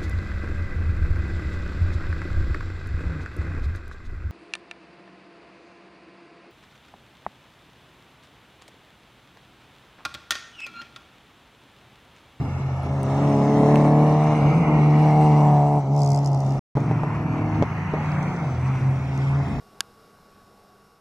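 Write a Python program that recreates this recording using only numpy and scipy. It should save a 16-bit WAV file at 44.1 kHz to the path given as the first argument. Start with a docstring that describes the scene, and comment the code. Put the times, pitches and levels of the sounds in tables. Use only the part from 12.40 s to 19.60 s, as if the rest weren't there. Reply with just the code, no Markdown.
"""A four-cylinder car slides through two wet corners of a race track, with a short silence between them.
Its exhaust pulses and rushing gas boom, growl and bark. Loose exhaust metal rattles as it leaves the
first corner, and it backfires in the second, farther one. Tyres roar on the wet road and throw spray,
a few drops hit close by, and other engines drone further off. Under it all, the electronics of a
stereo microphone faintly whine and hiss."""
import sys
import numpy as np
from scipy import signal
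from scipy.fft import rfft, irfft, next_fast_len
from scipy.io import wavfile
from scipy.ndimage import uniform_filter1d, map_coordinates

SR = 44100
rng = np.random.default_rng(int(sys.argv[2]) if len(sys.argv) > 2 else 0)


def wav_out(sig):
    """Save sig, one row per channel (or a flat mono array), as 16-bit PCM at SR to the path in sys.argv[1]."""
    wavfile.write(sys.argv[1], SR, np.round(np.clip(np.atleast_2d(sig).T, -1, 1) * 32767).astype(np.int16))


N = 317520
TIME = np.arange(N) / SR
SECOND_CORNER_S, SILENCE_START_S, SILENCE_END_S = 4.27, 4.1935, 4.3525

# How alike left and right are in rushing noise: frequency_hz, likeness (1 = the same)
STEREO_LIKENESS = [(30, 0.99), (1000, 0.95), (1500, .8), (2200, 0.96), (3300, 0.36), (5500, 0.96),
                   (8000, 0.37), (16000, .1)]
# How far each side's phase wanders, opposite to the other: frequency_hz, twist_radians
STEREO_TWIST = [(900, 0), (1300, 0), (1900, 0.94), (3300, 0.64), (5500, 0.61), (9000, 0.59)]
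# Thin tones of the electronics: pitch_hz, level_db
WHINE_TONES = [(15127, -92), (15375, -90), (15622, -97.5)]
# Tone colour of each noise: frequency_hz, relative_db
HISS_COLOUR = [(6000, -29.5), (10000, 2.5), (16000, -1.5)]  # electronics
RUMBLE_COLOUR = [(15, -29), (30, -20.5), (50, -4.5), (80, 3.5), (130, 8), (200, -1), (350, -13),
                 (600, -55.5)]  # road
NEAR_ROAR_COLOUR = [(500, 1.5), (900, 9), (1250, 7.5), (1550, -4), (1900, 0.5), (2250, 1.5), (2550, -6),
                    (2850, -2.5), (3200, -29.5), (4000, -50)]  # tyres, with a dip from the ground echo
FAR_ROAR_COLOUR = [(500, -26), (900, 7.5), (1250, 4.5), (1600, -0.5), (1900, 0), (2250, 0), (2550, -5.5),
                   (2850, -8.5), (3200, -21.5), (4000, -42)]  # tyres in the second corner, without that dip
SPRAY_COLOUR = [(2500, -14.5), (3200, 2), (3800, 2), (4500, -1), (5200, -2), (5900, 1), (6600, -4),
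                (7600, -15), (9000, -33)]  # thrown water
MIST_COLOUR = [(6000, -17), (7400, 0), (8600, -1), (10000, -6.5), (11500, -14), (13000, -23.5),
               (16000, -41)]  # finer water
THUMP_COLOUR = [(180, -26), (300, -5.5), (450, 2), (600, 0.5), (800, 2.5), (950, -8), (1300, -17.5),
                (2500, -41.5)]  # the pipe in a backfire
CRACK_COLOUR = [(300, -23.5), (1000, 3), (3000, -12), (7000, -16.5), (8500, -38), (14000, -52.5)]  # the sharp edge of a backfire
RATTLE_COLOUR = [(3200, -50), (4300, -4), (5200, 6), (6000, 1.5), (7500, 0), (8600, -9), (10000, -9.5),
                 (11500, -17), (14000, -26), (16000, -43.5)]  # loose metal
GROWL_COLOUR = [(130, -53), (185, 4), (300, 2), (440, -4.5), (520, -6), (620, -61)]  # low exhaust gas noise
BARK_COLOUR = [(400, -29), (530, 1.5), (620, 1), (745, 8.5), (860, 4.5), (1050, -7.5), (1250, -8.5),
               (1500, -21.5), (2500, -92)]  # higher exhaust gas noise
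# Distant engines, one list each: time_s, firing_rate_hz, level_db
DISTANT_ENGINES = [
    [(0.02, 93.6, -35), (0.14, 87.5, -28), (0.26, 87.2, -40), (0.38, 83, -32.5), (0.5, 82.5, -35),
     (0.62, 91.4, -36), (0.74, 91.5, -33), (0.86, 98.36, -39), (0.98, 98.5, -32), (1.1, 112.8, -38),
     (1.22, 128, -37), (1.34, 135, -37)],
    [(2.06, 146.9, -17), (2.1, 158, -26), (2.14, 163, -18.5), (2.18, 165.8, -18), (2.22, 168.8, -17.5),
     (2.26, 171.9, -28), (2.3, 162.1, -28), (2.34, 167.3, -25)],
    [(4.38, 119.5, -28), (4.53, 116.5, -26.5), (4.68, 113.9, -29), (4.83, 109.3, -29.5),
     (4.98, 105.6, -32.5), (5.13, 104.7, -26), (5.28, 99.74, -32.5), (5.43, 97.95, -31.5),
     (5.58, 95.1, -43), (5.73, 91.4, -33), (5.88, 89.3, -45), (6.03, 87.16, -49), (6.18, 84.44, -27),
     (6.33, 82.26, -38), (6.48, 78.8, -39), (6.63, 76.9, -36), (6.78, 77.2, -37), (6.93, 77.9, -35),
     (7.08, 79.9, -32)],
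    [(4.38, 159.1, -41), (4.5, 163.1, -27), (4.62, 164.3, -30), (4.74, 170.9, -43), (4.86, 171.9, -30),
     (4.98, 178.3, -47), (5.1, 179.3, -51), (5.22, 179.4, -34), (5.34, 180.1, -46), (5.46, 180.9, -32),
     (5.58, 186.7, -40), (5.7, 187.6, -36.5), (5.82, 178.8, -27.5), (5.94, 175.3, -29.5),
     (6.06, 154.3, -27.5)],
]
# Their tones: multiple of the firing rate, relative_db
DISTANT_TONES = [(1, -0.5), (1.5, -17.5), (2, -21.5), (3, -21.5)]
# How each wet road noise swells, before its fixed boost: time_s, rumble_db, roar_db, spray_db, mist_db
ROAD_LEVELS = [(0.0, -32, -49, -64.5, -67.5), (0.28, -37.5, -48, -65.5, -70),
               (0.42, -37.5, -48, -65.5, -66.5), (0.53, -39.5, -48.5, -63.5, -67),
               (0.69, -37.5, -47, -61, -65), (0.84, -38, -45, -60, -63), (1.01, -38, -45, -59, -63),
               (1.2, -40, -45, -58, -60.5), (1.32, -40, -43, -58, -60.5), (1.53, -42.5, -44, -61, -61),
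               (1.69, -38.5, -44.5, -60, -61.5), (1.96, -37, -41.5, -59.5, -63.5),
               (2.09, -33.5, -40, -58.5, -62.5), (2.28, -34.5, -40, -63, -68.5),
               (2.65, -46, -41.5, -58, -60), (2.89, -42.5, -44.5, -60.5, -61.5),
               (3.01, -41.5, -44, -60.5, -62), (3.2, -45.5, -48, -62, -62), (3.32, -46.5, -52, -66, -64.5),
               (3.5, -43, -54, -67.5, -72.5), (3.6, -41.5, -53, -62, -70), (3.752, -40.5, -53, -65, -71),
               (3.892, -43, -55.5, -64, -74), (4.0, -38, -56.5, -64, -72), (4.55, -40.5, -46.5, -68.5, -73),
               (4.72, -37, -47, -68.5, -73), (4.88, -37.5, -47.5, -69.5, -74),
               (5.12, -35.5, -45.5, -66, -76), (5.2, -35, -46.5, -65.5, -74.5),
               (5.39, -37.5, -45, -69, -76), (5.65, -37.5, -43, -64.5, -72), (5.86, -37.5, -42.5, -64, -69),
               (6.04, -40, -45.5, -64.5, -69), (6.15, -39, -48, -63.5, -68.5),
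               (6.32, -36.5, -46, -64, -69.5), (6.5, -33.5, -47.5, -64.5, -71),
               (6.72, -39, -48, -62.5, -67.5), (6.94, -40, -46.5, -64, -68.5),
               (7.17, -33, -47.5, -62.5, -68.5)]
# Drops landing near the microphone: start_s, peak_db, pitch_hz
DROP_HITS = [(.433, -45, 10200), (0.6319, -27.5, 8800), (1.358, -16.5, 2480), (1.358, -44.5, 8330),
             (4.405, -41, 6920), (5.719, -35, 5040), (5.83, -36, 5850), (6.777, -33.5, 6130),
             (6.892, -47.5, 10000)]
# Backfires, with relative levels (a fade is the time to fall by 60 dB):
# start_s, blast_db, rise_s, thump_db, thump_fade_s, ring_db, ring_hz, crack_db
BACKFIRES = [(4.37, -19, .0004, -19, 0.061, -18, 320.3, -31),
             (4.5121, -10.5, 0.00032, -20, .06, -21, 780, -36),
             (4.634, -10.5, 0.0003, -21, 0.067, -18.5, 783.7, -36),
             (5.224, -8.5, .00035, -16.5, .05, -34, 451.2, -14),
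             (5.5365, -12, 0.00042, -26, .08, -16, 624, -35)]
# Strength of the exhaust rattle: time_s, relative_db
RATTLE_LEVELS = [(3.5, -78), (3.506, -73), (3.582, -47.5), (3.724, -44.5), (3.726, -49), (3.782, -46),
                 (3.81, -63), (3.83, -60.5), (3.835, -56), (3.845, -48.5), (3.881, -47.5), (3.9, -66),
                 (3.91, -60.5), (3.952, -53), (3.958, -62.5), (4.012, -54), (4.022, -66), (4.064, -54),
                 (4.19, -63.5)]
# The car's engine: time_s, firing_rate_hz, boom_db, growl_db, bark_db, cylinder unevenness (0 to 1)
ENGINE_RUN = [(0.02, 138.7, -31.5, -35, -43, 0.4), (0.12, 136.3, -30, -44, -41.5, 0.4),
              (0.22, 135.9, -29, -37, -46, 0.3), (0.32, 132.1, -25, -41.5, -41, 0.4),
              (0.42, 133.3, -30, -50, -37.5, 0.2), (0.46, 136.2, -29, -31.5, -36, 0.4),
              (0.52, 139.6, -25, -36, -35, 0), (0.62, 136.2, -24.5, -28.5, -34, 0),
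              (0.67, 133.8, -23, -29.5, -33.5, 0.4), (0.72, 137.3, -23.5, -26, -29, 0.1),
              (0.82, 142.4, -23, -24.5, -30.5, 0.4), (0.86, 144.4, -19.5, -25, -29.5, 0.3),
              (0.92, 140.2, -22.5, -20, -25, 0), (1.02, 140.5, -22, -21.5, -26.5, 0.3),
              (1.12, 144.1, -23, -19, -26, 0), (1.22, 143.6, -20.5, -18, -23, 0.4),
              (1.32, 146.8, -18, -17.5, -21.5, 0.2), (1.42, 146.8, -18, -19, -24, 0.4),
              (1.52, 148.4, -17.5, -20, -23, 0.4), (1.62, 150.2, -16.5, -21, -24, 0.4),
              (1.72, 150.9, -19, -23, -24.5, 0.4), (1.82, 152.7, -18, -26, -25, 0),
              (1.92, 151.5, -20, -24.5, -25, 0), (1.97, 152.7, -21, -26, -29, 0.4),
              (2.02, 145.7, -19.5, -27.5, -27, 0.4), (2.06, 142.7, -20, -26, -27, 0.4),
              (2.12, 147, -20, -27, -29.5, 0), (2.22, 151.3, -28, -28.5, -31.5, 0.4),
              (2.32, 152.1, -19, -22.5, -26, 0), (2.42, 148.9, -15.5, -23.5, -30.5, 0),
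              (2.52, 149.2, -15.5, -25, -28, 0), (2.62, 152.1, -16, -24.5, -25, 0.1),
              (2.72, 150.7, -16.5, -25, -23, 0.4), (2.82, 152.2, -15.5, -22.5, -22.5, 0.2),
              (2.92, 149.2, -15.5, -23, -24.5, 0.1), (3.02, 147.8, -15.5, -24.5, -21, 0.4),
              (3.12, 147.1, -16, -25, -23, 0.4), (3.22, 145, -17.5, -27.5, -22, 0.2),
              (3.32, 146.3, -20.5, -26, -23.5, 0.1), (3.38, 145.1, -18.5, -26, -24.5, 0.3),
              (3.42, 138.8, -25, -39, -36, 0.4), (3.46, 134.7, -25.5, -33, -34, 0.1),
              (3.52, 141.2, -19, -30, -33.5, 0), (3.57, 145.4, -19.5, -31.5, -26.5, 0),
              (3.62, 143.2, -17.5, -31, -28.5, 0.2), (3.67, 140.2, -19.5, -31, -28.5, 0),
              (3.72, 140.6, -18.5, -30.5, -30, 0.1), (3.78, 141, -19.5, -33.5, -28, 0.4),
              (3.82, 141.4, -21, -33.5, -35, 0.4), (3.92, 138.4, -19.5, -32.5, -32, 0.4),
              (4.02, 136.3, -23, -35, -32.5, 0.2), (4.12, 135.8, -20, -32, -34.5, 0.4),
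              (4.17, 135.2, -23.5, -35, -34.5, 0.3), (4.38, 141.4, -23, -31.5, -41, 0.4),
              (4.48, 141.5, -32, -29.5, -35, 0), (4.58, 143.9, -26, -31.5, -40.5, 0.4),
              (4.68, 147.5, -29, -33.5, -42, 0.4), (4.78, 148.3, -28.5, -32, -39, 0.4),
              (4.88, 150.2, -28.5, -30, -40.5, 0.3), (4.98, 150.4, -28, -28.5, -37, 0.3),
              (5.08, 155.8, -31.5, -27, -34, 0.1), (5.18, 155.2, -30, -27, -38, 0),
              (5.22, 156.5, -28, -24, -33, 0.3), (5.25, 157, -34, -41, -43, 0),
              (5.38, 155.4, -31, -36.5, -39.5, 0.3), (5.48, 153, -30, -43.5, -46, 0),
              (5.58, 151.8, -27, -33, -33.5, 0.4), (5.68, 150.6, -25.5, -39.5, -39, 0.4),
              (5.78, 149, -26, -38, -34.5, 0.4), (5.88, 147.2, -28.5, -32.5, -38, 0.4),
              (5.98, 142.4, -38, -36.5, -37.5, 0.4), (6.08, 132, -26, -35, -36, 0.4),
              (6.18, 123.6, -28.5, -36.5, -41.5, 0.2), (6.28, 132.8, -21.5, -36, -41, 0),
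              (6.38, 130.5, -25, -36, -42, 0.4), (6.48, 132.7, -19.5, -38, -39, 0.4),
              (6.58, 134.1, -23, -36, -42, 0.3), (6.68, 133.8, -29, -41, -41, 0.3),
              (6.78, 135.8, -22.5, -33.5, -41.5, 0), (6.88, 136.2, -22.5, -37, -42, 0.2),
              (6.98, 139.3, -19, -36, -38.5, 0.4), (7.08, 135.9, -29, -33.5, -40.5, 0),
              (7.18, 139.8, -25, -32, -39.5, 0.3)]
# Gas noise in the exhaust note, high off the throttle and far away: time_s, share (0 to 1)
GAS_SHARE = [(0, .8), (.42, .8), (.55, .45), (1, .3), (1.9, .3), (2.02, .75), (2.3, .6), (2.6, .4),
             (2.8, .25), (3.35, .2), (3.45, .65), (3.56, .25), (3.78, .25), (3.86, .65), (4.4, .7),
             (4.75, .45), (5.2, .4), (5.28, .9), (6, .9), (6.5, .7), (7.2, .55)]
# Which end of the car faces us: time_s, facing (0 = nose, 1 = tail)
CAR_FACING = [(0, 0.18), (1.9, 0.19), (2.5, 0.89), (2.8, 1), (4.2, 0.77), (4.35, 0.23), (5.2, 0.023),
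              (6.2, 1), (7.2, 0.72)]
# Exhaust tones from each side: multiple of the crankshaft speed, relative_db
NOSE_TONES = [(0.5, -32), (1, -34), (1.5, -21.5), (2, 0), (2.5, -14), (3, -7), (3.5, -12), (4, -6),
              (4.5, -21), (5, -22.5), (5.5, -27.5), (6, -8.5), (6.5, -26.5), (7, -22.5), (7.5, -12),
              (8, -8.5), (8.5, -19), (9, -10.5), (9.5, -12), (10, -9.5), (10.5, -23.5), (11, -15),
              (11.5, -29.5), (12, -12), (12.5, -28), (13, -17.5), (13.5, -28), (14, -15), (14.5, -25),
              (15, -18.5), (15.5, -32), (16, -41)]
FAR_NOSE_TONES = [(0.5, -32), (1, -24), (1.5, -8), (2, 0), (2.5, -21), (3, -5.5), (3.5, -5), (4, -4.5),
                  (4.5, -12.5), (5, -26), (5.5, -20), (6, -17), (6.5, -23), (7, -22.5), (7.5, -20),
                  (8, -14), (8.5, -10.5), (9, -13), (9.5, -17), (10, -9.5), (10.5, -27), (11, -19),
                  (11.5, -24), (12, -17), (12.5, -34), (13, -34), (13.5, -26), (14, -30), (14.5, -23),
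                  (15, -38), (15.5, -39), (16, -44)]  # in the second corner
TAIL_TONES = [(0.5, -35), (1, -26), (1.5, -27), (2, 0), (2.5, -17.5), (3, -12.5), (3.5, -33.5), (4, -10),
              (4.5, -38), (5, -21.5), (5.5, -36), (6, -14.5), (6.5, -38.5), (7, -26.5), (7.5, -34.5),
              (8, -15), (8.5, -22.5), (9, -14.5), (9.5, -34), (10, -8), (10.5, -21), (11, -12), (11.5, -38),
              (12, -15), (12.5, -23.5), (13, -17), (13.5, -36), (14, -24), (14.5, -28.5), (15, -32.5),
              (15.5, -41.5), (16, -31)]


def amp(db):
    """Turn decibels into a gain."""
    return 10 ** (np.asarray(db) / 20)


def unit(x):
    """Scale to an average (rms) level of 1."""
    return x / np.sqrt(np.mean(x ** 2) + 1e-20)


def along(points, hz):
    """Read between a table's rows on a log frequency scale."""
    frequencies, values = np.transpose(points)
    return np.interp(np.log(hz + 1), np.log(frequencies + 1), values)


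def curves(rows):
    """One value per sample for each column after the time."""
    times, *columns = np.transpose(rows)
    return [np.interp(TIME, times, column) for column in columns]


def wobble(rate_hz):
    """A smooth curve through rate_hz random points a second."""
    coarse = TIME[::32]
    points = rng.standard_normal(int(N * rate_hz / SR) + 4)
    return np.interp(TIME, coarse, map_coordinates(points, [coarse * rate_hz]))


def filtered(x, response):
    """Multiply each frequency in x by response(hz)."""
    size = next_fast_len(N + SR // 2)
    return irfft(rfft(x, size) * response(np.fft.rfftfreq(size, 1 / SR)), size)[..., :N]


def coloured(x, colour):
    """Give x a tone colour, at an average level of 1."""
    return unit(filtered(x, lambda hz: amp(along(colour, hz))))


def rush(colour, patchy_db, stripes_db=1.47):
    """Patchy stereo noise; echoes off the wet ground shift the phase between left and right."""
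    hz, _, noise = signal.stft(rng.standard_normal((2, N)), SR, nperseg=512)

    def patches(bands, frames):
        field = rng.standard_normal(noise.shape[1:])
        return unit(uniform_filter1d(uniform_filter1d(field, bands, 0), frames, 1))

    noise = noise * amp(patchy_db * patches(6, 10) + stripes_db * patches(3, 150))  # quick, and lasting
    spread = np.arccos(np.clip(along(STEREO_LIKENESS, hz), -1, 1))[:, None] / 2
    twist = np.exp(1j * along(STEREO_TWIST, hz)[:, None] * patches(4, 90))
    middle, side = np.cos(spread) * noise[0], np.sin(spread) * noise[1]
    pair = np.array([middle * twist + side, middle / twist - side])
    return coloured(signal.istft(pair, nperseg=512)[1][:, :N], colour)


def electronics():
    """The microphone's circuits add a faint, high whine and hiss."""
    whine = sum(amp(db) * np.sqrt(2) * np.sin(2 * np.pi * hz * TIME) for hz, db in WHINE_TONES)
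    return whine + amp(-83) * coloured(rng.standard_normal((2, N)), HISS_COLOUR)


def distant_engines():
    """Each engine's firing makes a wavering note with weak overtones, fading in and out."""
    out = np.zeros(N)
    for rows in DISTANT_ENGINES:
        hz, db = curves(rows)
        fade = np.clip(np.minimum(TIME - rows[0][0], rows[-1][0] - TIME) / 0.083 + 1, 0, 1)
        phase = 2 * np.pi * np.cumsum(hz) / SR + 0.39 * wobble(4.8)
        note = sum(amp(tone_db + 1.4 * wobble(23)) * np.sin(k * phase) for k, tone_db in DISTANT_TONES)
        out += fade * amp(db) * np.sqrt(2) * note
    return out


def wet_road():
    """Tyres rumble, roar and throw up spray and mist; the last three partly swell together."""
    rumble_db, roar_db, spray_db, mist_db = curves(ROAD_LEVELS)
    swell = wobble(9.9)
    rumble = amp(rumble_db + 3.5 + 1.1 * wobble(10)) * rush(RUMBLE_COLOUR, patchy_db=0.5)
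    roar_gain = amp(roar_db + 8.5 + .75 * swell + 0.32 * wobble(60))
    near, far = rush(NEAR_ROAR_COLOUR, patchy_db=0.14), rush(FAR_ROAR_COLOUR, patchy_db=1.0)
    roar = roar_gain * np.where(TIME < SECOND_CORNER_S, near, far)
    spray = amp(spray_db + 8.5 + .8 * swell + wobble(90)) * rush(SPRAY_COLOUR, patchy_db=1.24)
    mist = amp(mist_db + 3 + 0.83 * swell + 1.1 * wobble(40)) * rush(MIST_COLOUR, patchy_db=2.5)
    return rumble + roar + spray + mist


def drops(fade_s=0.0053):
    """Each drop lands with a tiny tick, not quite the same on the left and right."""
    out, t = np.zeros((2, N + SR)), TIME[:SR // 100]
    for start_s, db, hz in DROP_HITS:
        scatter = np.cumsum(0.21 * rng.standard_normal((2, len(t))), axis=1)
        tick = amp(db - 60 * t / fade_s) * np.sin(2 * np.pi * hz * t + scatter)
        out[:, round(start_s * SR):][:, :len(t)] += tick
    return out[:, :N]


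def backfires(echo_s=0.0068):
    """Each pop is a blast and a ring of the pipe, echoed by the wet ground, plus a thump and a crack."""
    out, thump_gain, crack_gain = np.zeros((3, N + SR))
    t = TIME[:SR // 6]
    for start_s, blast_db, rise_s, thump_db, fade_s, ring_db, ring_hz, crack_db in BACKFIRES:
        here = slice(round(start_s * SR), round(start_s * SR) + len(t))
        age = t / rise_s
        onset = 1 - np.exp(-age)
        push_pull = np.sin(age) * np.exp(-age / 3.9) * (1 - np.exp(-2 * age))
        blast = 1.33 * amp(blast_db) * push_pull
        ring = amp(ring_db - 60 * t / 0.038) * np.sin(2 * np.pi * ring_hz * t) * onset
        out[here] += blast + ring + 0.41 * np.roll(blast + ring, round(echo_s * SR))
        thump_gain[here] += amp(thump_db - 60 * t / fade_s) * onset
        crack_gain[here] += amp(crack_db) * (amp(-60 * t / 0.0091) + 0.12 * amp(-60 * t / .08)) * onset
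    thumps = thump_gain[:N] * coloured(rng.standard_normal(N), THUMP_COLOUR)
    cracks = crack_gain[:N] * rush(CRACK_COLOUR, patchy_db=-1.5)
    return filtered(out[:N] + thumps + cracks, lambda hz: (1 + 1j * hz / 7000) ** -3)  # distance dulls


def rattle(turns, lag_turns=0.055):
    """Loose metal buzzes at every firing, hardest once per crankshaft turn, over a sizzle."""
    firings = np.arange(2, int(2 * turns[-1]))
    at = np.interp(firings / 2 + lag_turns, turns, np.arange(N)).astype(int)
    strength = np.where(firings % 2, .2, 1) * amp(2 * rng.standard_normal(len(firings)))
    knocks = np.bincount(at, strength, N)
    age = TIME[:SR // 50] / 0.00095
    bursts = unit(signal.fftconvolve(knocks, age * np.exp(-age))[:N]) + .15
    metal = coloured(bursts * rush([(1000, 0)], patchy_db=1), RATTLE_COLOUR)
    heard = (TIME > RATTLE_LEVELS[0][0]) & (TIME < RATTLE_LEVELS[-1][0])
    return heard * amp(curves(RATTLE_LEVELS)[0] + 3.0) * metal


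def exhaust_tones(turns, uneven, lag_turns=0.268, smear_radians=.03, waver_radians=.3):
    """The sharp part of each pulse trails the boom and makes a low and a high group of tones."""
    facing = curves(CAR_FACING)[0]
    low, high = np.zeros((2, N))
    for (multiple, near_db), (_, tail_db), (_, far_db) in zip(NOSE_TONES, TAIL_TONES, FAR_NOSE_TONES):
        nose_db = np.where(TIME < SECOND_CORNER_S, near_db, far_db)
        gain = amp(nose_db + facing * (tail_db - nose_db) + 1.68 * wobble(7))
        if multiple % 1:  # in-between tones come from unequal cylinders
            gain = gain * uneven / uneven.mean()
            shift = rng.uniform(0, 2 * np.pi)
        else:  # every second pulse is late, which shifts odd multiples a quarter cycle
            shift = np.pi / 2 * (multiple % 2)
        if multiple == 2:  # the boom supplies this tone
            continue
        phase = 2 * np.pi * (turns - lag_turns) - smear_radians * multiple  # the pipe spreads each pulse
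        blur = waver_radians * (3 - 2 * facing) * wobble(4)  # stronger when heard past the car's body
        group = low if multiple < 6.8 else high
        group -= gain * np.cos(multiple * phase + shift + blur)
    return low, high


def exhaust_note(tones, gas):
    """Even out the level of the tones, then blend in the noise of rushing gas."""
    share = curves(GAS_SHARE)[0]
    level = np.sqrt(np.abs(uniform_filter1d(tones ** 2, size=SR // 4)) + 1e-12)
    return np.sqrt(1 - share ** 2) * tones / level + share * gas


def car():
    """The firing cylinders boom, their overtones and gas growl and bark, and loose metal rattles."""
    firing_hz, boom_db, growl_db, bark_db, uneven = curves(ENGINE_RUN)
    turns = np.cumsum(firing_hz) / SR / 2  # two firings per crankshaft turn
    firing_phase = 4 * np.pi * turns
    low, high = exhaust_tones(turns, uneven)
    puffs = (1 + .5 * np.cos(firing_phase)) * rng.standard_normal((2, N))
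    growl = exhaust_note(low, coloured(puffs[0], GROWL_COLOUR))
    bark = exhaust_note(high, coloured(puffs[1], BARK_COLOUR))
    boom = np.sqrt(2) * amp(0.31 * wobble(15)) * np.sin(firing_phase + .08 * wobble(25))
    snarl = amp(growl_db) * growl + amp(bark_db) * bark
    echo = amp(-25.5) * np.roll(snarl, round(0.0029 * SR))
    side = amp(-33) * snarl + echo  # a little stronger on the left
    return amp(boom_db) * boom + snarl + [side, -side] + rattle(turns)


def scene():
    """Engines sit in the middle; the road spreads wide."""
    return electronics() + car() + distant_engines() + wet_road() + backfires() + drops()


def record(dry):
    """Shift the wave slightly off zero, mute it between the corners and cut the highest treble."""
    outside_silence_s = np.maximum(SILENCE_START_S - TIME, TIME - SILENCE_END_S)
    gate = np.clip(outside_silence_s / .001 + .5, 0, 1)
    return filtered(gate * (dry - .0015), lambda hz: hz < 15800)


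dry = scene()
out = record(dry)
wav_out(out)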